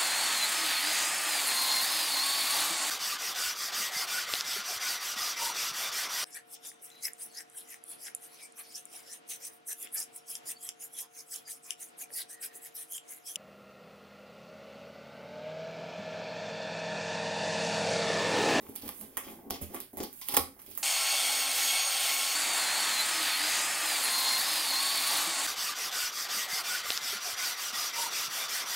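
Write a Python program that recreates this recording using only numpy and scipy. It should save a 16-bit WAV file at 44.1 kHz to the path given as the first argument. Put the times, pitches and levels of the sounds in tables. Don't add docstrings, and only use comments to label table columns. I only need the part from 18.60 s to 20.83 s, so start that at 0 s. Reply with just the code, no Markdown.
import sys
import numpy as np
from scipy import signal
from scipy.fft import rfft, irfft, next_fast_len
from scipy.io import wavfile

SR = 44100
rng = np.random.default_rng(int(sys.argv[2]) if len(sys.argv) > 2 else 0)


def boost_factor(decibels):
    exponent = np.asarray(decibels, float) / 20
    return 10 ** exponent


def pcm_store(signal):
    levels = np.round(np.clip(np.atleast_2d(signal), -1, 1) * 32767)
    wavfile.write(sys.argv[1], SR, levels.astype(np.int16).T)


N = 98298


def tape():
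    # [t/s, treble level/dB, card level below the split/dB,
    # card level above it/dB, direct path against the ceiling echo/dB (the box often hides it)]
    snaps = [(.062, -58, -55.5, -73, -7), (0.155, -28, -71, -48, -6), (0.174, -48, -75, -65, 0),
             (0.216, -37, -71, -47.5, -6.5), (0.2744, -32.5, -69, -44.5, -17),
             (0.285, -28.5, -41, -44, -24), (0.4066, -30.5, -55.5, -56, -14), (0.5701, -23, -36, -56, -0.5),
             (0.677, -60, -48, -65, -2.5), (0.9016, -24, -40.5, -32.5, -9), (.941, -46, -61, -42.5, 1),
             (0.958, -45, -52, -56, 3.5), (1.1454, -33.5, -50.5, -60, 6), (1.163, -57, -47.5, -60, 2.5),
             (1.2027, -37.5, -65, -55.5, 8), (1.3316, -48, -86, -94, 3.5), (1.3713, -36, -83, -76, 6),
             (1.403, -52, -51, -47.5, 9.5), (1.4308, -29.5, -51, -40.5, -1.5),
             (1.529, -43.5, -72, -82, 6.5), (1.614, -36, -57, -42.5, 1), (1.674, -42, -74, -57, -2),
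             (1.686, -29, -55, -43, 7), (1.740, -23, -37, -36, 3), (1.768, -16, -36, -32, 5),
             (1.767, -24.5, -28, -28.5, -1), (1.9926, -53, -55, -57.5, 1), (2.018, -45, -75, -70, 5),
             (2.063, -46.5, -82, -59.5, 4), (2.1137, -45, -77, -55, 4), (2.152, -40.5, -78, -60, 4),
             (2.1758, -31, -54, -75, 7)]
    # [f/Hz, level per Hz/dB]
    tape_colour = [(3000, -16.5), (5500, -20), (6500, -8), (7730, -8), (8360, -3), (9040, -4), (10600, 0),
                   (13000, 3.5), (15500, 2.5), (17000, -0.5)]
    # [f/Hz, level per Hz/dB]
    card_colour = [(800, -13), (1130, 0.5), (1350, -6.5), (1620, -12.5), (1900, -6.5), (2200, -8),
                   (2700, -9.5), (3300, -7), (4000, -14.5), (4660, -11), (5700, -9.5), (6600, -11.5),
                   (7500, -10.5), (9750, -31.5)]
    snap_t60_s, card_t60_s, split_hz = 0.0099, 0.013, 3150
    snap_trim_db, card_trim_db, crackle_trim_db, scrape_trim_db = 2.5, 6, -0.5, -6
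    crackles_per_s, scrapes_per_s = 2800, 2000

    s, treble_db, low_db, high_db, direct_db = np.transpose(snaps)
    crackle = boost_factor(crackle_trim_db) * hands(index=1) * grains(crackles_per_s, spread_db=2.5)
    bright = bursts(s, treble_db + snap_trim_db, direct_db, snap_t60_s) + crackle
    dull = boost_factor(scrape_trim_db) * hands(index=3) * grains(scrapes_per_s, spread_db=1.0)
    for db, kind in (low_db, "low"), (high_db, "high"):
        sos = signal.butter(2, split_hz, kind, fs=SR, output="sos")
        puffs = bursts(s, db + card_trim_db, direct_db, card_t60_s)
        dull = dull + signal.sosfilt(sos, puffs)
    return coloured(bright, tape_colour) + coloured(dull, card_colour)


def bursts(s, db, direct_db, t60):
    ceiling_s = .005
    decay = boost_factor(-60 / (t60 * SR))
    clicks = np.zeros((2, N))
    for lag, gain in (0, boost_factor(db + direct_db)), (ceiling_s, boost_factor(db)):
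        np.add.at(clicks[0], ((s + lag) * SR).astype(int), gain)
    both_paths = np.sqrt((1 + boost_factor(2 * direct_db)) / (1 - decay * decay))
    np.add.at(clicks[1], (s * SR).astype(int), boost_factor(db) * both_paths)
    envelope = signal.lfilter([1], [1, -decay], clicks[0] + 1e-18)
    return np.array([envelope * rng.choice([-1, 1], N), clicks[1]])


def hands(index):
    # [t/s, tape crackle/dB, box rubbing/dB, scrape/dB]
    hand_curve = [(0.0, -57, -50.5, -64), (0.15, -58, -52.5, -66.5), (0.3, -55, -64, -56),
                  (0.4, -47, -55, -88), (0.56, -68, -59, -62), (0.69, -49.5, -47.5, -58),
                  (0.8, -64, -53, -71), (0.96, -86, -48.5, -93), (1.06, -72, -62.5, -68),
                  (1.1, -55, -50, -59.5), (1.21, -91, -55, -78), (1.31, -70, -111, -94),
                  (1.43, -48, -46, -49), (1.47, -67, -86, -87), (1.59, -49, -75, -87),
                  (1.72, -45.5, -67, -45.5), (1.83, -59, -54, -83), (1.9, -73, -67, -76),
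                  (2.09, -55.5, -64.5, -72), (2.23, -46, -55.5, -91)]
    # [middle t/s, length/s, tape level/dB, box level/dB, card level/dB]
    strokes = [(0.093, 0.024, -49.5, -58, -73), (0.263, 0.076, -49, -45, -56.5),
               (0.434, 0.056, -73, -50.5, -58), (0.645, 0.035, -74, -60, -55), (0.86, 0.044, -89, -70, -90),
               (1.022, 0.035, -36.5, -74, -50.5), (1.151, 0.094, -49.5, -54, -54),
               (1.382, 0.066, -59, -53, -53.5), (1.404, 0.017, -57, -64, -70),
               (1.728, 0.026, -37, -43, -50), (1.998, 0.034, -54, -65, -66),
               (2.104, 0.055, -52.5, -69, -81), (2.174, 0.0073, -44, -70, -59)]
    t = np.arange(N) / SR
    curve = np.array(hand_curve)
    gain = boost_factor(np.interp(t, curve[:, 0], curve[:, index]))
    for row in strokes:
        swell = np.cos(np.pi * np.clip((t - row[0]) / row[1], -.5, .5)) ** 2
        gain = gain + boost_factor(row[index + 1]) * swell
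    return gain


def grains(rate, spread_db):
    sizes = boost_factor(spread_db * np.minimum(rng.exponential(1, N), 4)) * rng.choice([-1, 1], N)
    return rms_one(sizes * (rng.random(N) < rate / SR))


def box():
    # [t/s, level/dB, brightness of upper modes/dB, depth of lowest modes/dB]
    knock_list = [(0.09, -40, -41, -19), (0.23, -39, -9, -10), (0.263, -46, -5, -5), (0.289, -47, 2.5, -28),
                  (0.573, -45, 11.5, -37), (0.665, -44.5, -9, -30), (0.789, -45, -2, -19),
                  (0.858, -41, -31, -33), (0.904, -31, -1.5, -5), (0.94, -36.5, -11, -35),
                  (1.013, -36.5, -13, 7.5), (1.101, -40.5, -20, -28), (1.14, -36, -2.5, -33.5),
                  (1.332, -41, -12, -14), (1.37, -37, -2, -8), (1.4, -29, -8, -19), (1.434, -39, -3.5, -27),
                  (1.617, -69.5, 33.5, -14), (1.69, -48.5, 11, -29), (1.737, -37.5, 10, -28),
                  (1.767, -25.5, 4.5, -7), (1.789, -35.5, -46, 4), (1.963, -54.5, 4.5, -17),
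                  (2.08, -45, -31, -7.5)]
    # [f/Hz, relative level/dB, t60/s]
    modes = [(81.7, -2, 0.24), (116, -34, 0.084), (203.2, -2.5, 0.068), (221.2, -3.5, 0.094),
             (266, 4.5, 0.075), (338.7, 1.5, 0.045), (381.7, -2, 0.083), (454.4, -4.5, 0.055),
             (552, 1.5, 0.027), (701, -0.5, 0.039), (828, 2.5, 0.041), (1040.5, -4, 0.029),
             (1105, -4, 0.02), (2059, -7.5, 0.017)]
    knock_trim_db, second_touch_s, second_touch_db = -8, .006, -4.5
    dull_hz, bright_hz = 450, 1100
    deep_under_hz, thud_lag_s = 140, 0.01167
    rubs_per_s, rub_db, deep_rub_db, rub_db_per_octave = 400, -5.5, -12, -1.9

    s, db, bright_db, deep_db = np.transpose(knock_list)
    chance = rng.standard_normal((len(s), len(modes), 2))
    knocks, rubs, rubbing = 0, 0, hands(index=2)
    for k, (hz, mode_db, t60) in enumerate(modes):
        deep = hz < deep_under_hz
        brightness = np.clip(np.log(hz / dull_hz) / np.log(bright_hz / dull_hz), 0, 1)
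        level = db + knock_trim_db + mode_db + bright_db * brightness + deep_db * deep
        clicks = np.zeros(N + SR)
        touch_or_thud = ((s + thud_lag_s * deep) * SR).astype(int)
        second_touch = ((s + second_touch_s) * SR).astype(int)
        clicks[touch_or_thud] = boost_factor(level + 2.0 * chance[:, k, 0])
        clicks[second_touch] = boost_factor(level + second_touch_db) * chance[:, k, 1]
        knocks = knocks + (-1) ** k * ring(clicks[:N], hz, t60)
        rub_gain = boost_factor(mode_db + deep_rub_db * deep + rub_db_per_octave * np.log2(hz / 270))
        rubs = rubs + rub_gain * ring(rubbing * grains(rubs_per_s, spread_db=0.0), hz, t60)
    rub_scale = np.sqrt(np.mean(rubbing ** 2) / np.mean(rubs ** 2))
    return knocks + boost_factor(rub_db) * rubs * rub_scale


def ring(x, hz, t60):
    r, w = boost_factor(-60 / (t60 * SR)), 2 * np.pi * hz / SR
    return signal.lfilter([0, np.sin(w)], [1, -2 * r * np.cos(w), r * r], x + 1e-18)


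def room(x):
    # [f/Hz, t60/s, level against the direct sound/dB, left-right likeness 0..1]
    tail_bands = [(55.6, 0.15, -19.5, 0.51), (118, 0.68, -13.5, 0.83), (248, 0.34, -3.5, 0.86),
                  (463, 0.25, 4.5, 0.78), (926, 0.24, 2, 0), (1970, 0.29, 7, 0.078),
                  (3960, 0.26, 8.5, 0.35), (7400, .3, 0, 0), (12830, 0.2, -3.5, 0.0)]
    tails = 14
    wall_s, echo_t60_s = .0093, 0.01
    wall_db = np.array([[-3], [-19.5]])
    t = np.arange(SR // 2) / SR
    h = np.zeros((tails, 2, len(t)))
    for hz, t60, db, alike in tail_bands:
        low = hz / np.sqrt(2) if hz > 70 else 30
        high = min(hz * np.sqrt(2), .45 * SR)
        sos = signal.butter(2, [low, high], "band", fs=SR, output="sos")
        mid, side = signal.sosfilt(sos, rng.standard_normal((2, tails, 1, len(t))))
        alike = np.clip(alike, 0, 1)
        fade = boost_factor(-60 * t / t60) * np.clip(t / wall_s, 0, 1)
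        stereo = np.sqrt(1 + alike) * mid + np.sqrt(1 - alike) * side * [[1], [-1]]
        h += boost_factor(db) * fade / np.sqrt(2 * np.sum(fade ** 2)) * stereo
    fade = boost_factor(-60 * np.maximum(t - wall_s, 0) / echo_t60_s) * (t >= wall_s)
    h += boost_factor(wall_db) * fade / np.sqrt(np.sum(fade ** 2)) * rng.standard_normal((tails, 2, len(t)))

    tail_place = np.arange(N) / N * (tails - 1)
    wet = 0
    for k in range(tails):
        share = np.clip(1 - abs(tail_place - k), 0, 1)
        wet = wet + signal.fftconvolve((x * share)[None], h[k], axes=1)[:, :N]
    return wet


def hush():
    # [f/Hz, level per Hz/dB]
    hush_colour = [(15, -46), (25, 0.5), (123, -1.5), (241, -2.5), (1390, -20.5), (1550, -7.5),
                   (3680, -57.5), (4210, -44), (5670, -25.5), (7030, -29.5), (15800, -8)]
    mid, side = coloured(rng.standard_normal((2, N)), hush_colour)
    side = signal.sosfilt(signal.butter(1, 600, "high", fs=SR, output="sos"), side)
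    return boost_factor(-58) * rms_one(mid + side * np.array([[1], [-1]]))


def at_hz(points, hz):
    p = np.array(points, float)
    return np.interp(np.log(hz + 1), np.log(p[:, 0] + 1), p[:, 1])


def coloured(x, spectrum):
    size = 8192
    cepstrum = irfft(np.log(boost_factor(at_hz(spectrum, np.fft.rfftfreq(size, 1 / SR)))))
    cepstrum[1:size // 2] *= 2
    cepstrum[size // 2 + 1:] = 0
    h = irfft(np.exp(rfft(cepstrum)))[:size // 2]
    h = h / np.sqrt(np.sum(h ** 2))
    return signal.fftconvolve(x, h.reshape((1,) * (x.ndim - 1) + (-1,)), axes=-1)[..., :N]


def rms_one(x):
    return x / np.sqrt(np.mean(x ** 2) + 1e-20)


def scene():
    near, around = tape() + box()
    return near + room(around) + hush()


def roll_off(x):
    return signal.sosfilt(signal.butter(12, 16960, fs=SR, output="sos"), x)


def record(dry):
    # [f/Hz, left minus right/dB]
    left_minus_right = [(60, -2), (380, 0.5), (1290, 0.2), (2380, 7.5), (4400, -3), (6500, 2.5),
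                        (8500, -6.5), (11000, -13.5), (13500, -8.5), (16000, -4)]
    # [f/Hz, level/dB]
    capsule = [(1250, 0.0), (1600, -2), (1950, -1)]
    left_lag_s, cutoff_hz = -.00005, 15850
    size = next_fast_len(N + 4096)
    hz = np.fft.rfftfreq(size, 1 / SR)
    tilt = boost_factor(at_hz(left_minus_right, hz) / 2)
    left = tilt * np.exp(-2j * np.pi * hz * left_lag_s)
    microphones = np.array([left, 1 / tilt]) * boost_factor(at_hz(capsule, hz))
    sharp_cut = boost_factor(-40 * np.clip((hz - cutoff_hz) / 150, 0, 1))
    mix = irfft(rfft(dry, size) * microphones * sharp_cut, size)[:, :N]
    return roll_off(mix)


dry = scene()
out = record(dry)
pcm_store(out)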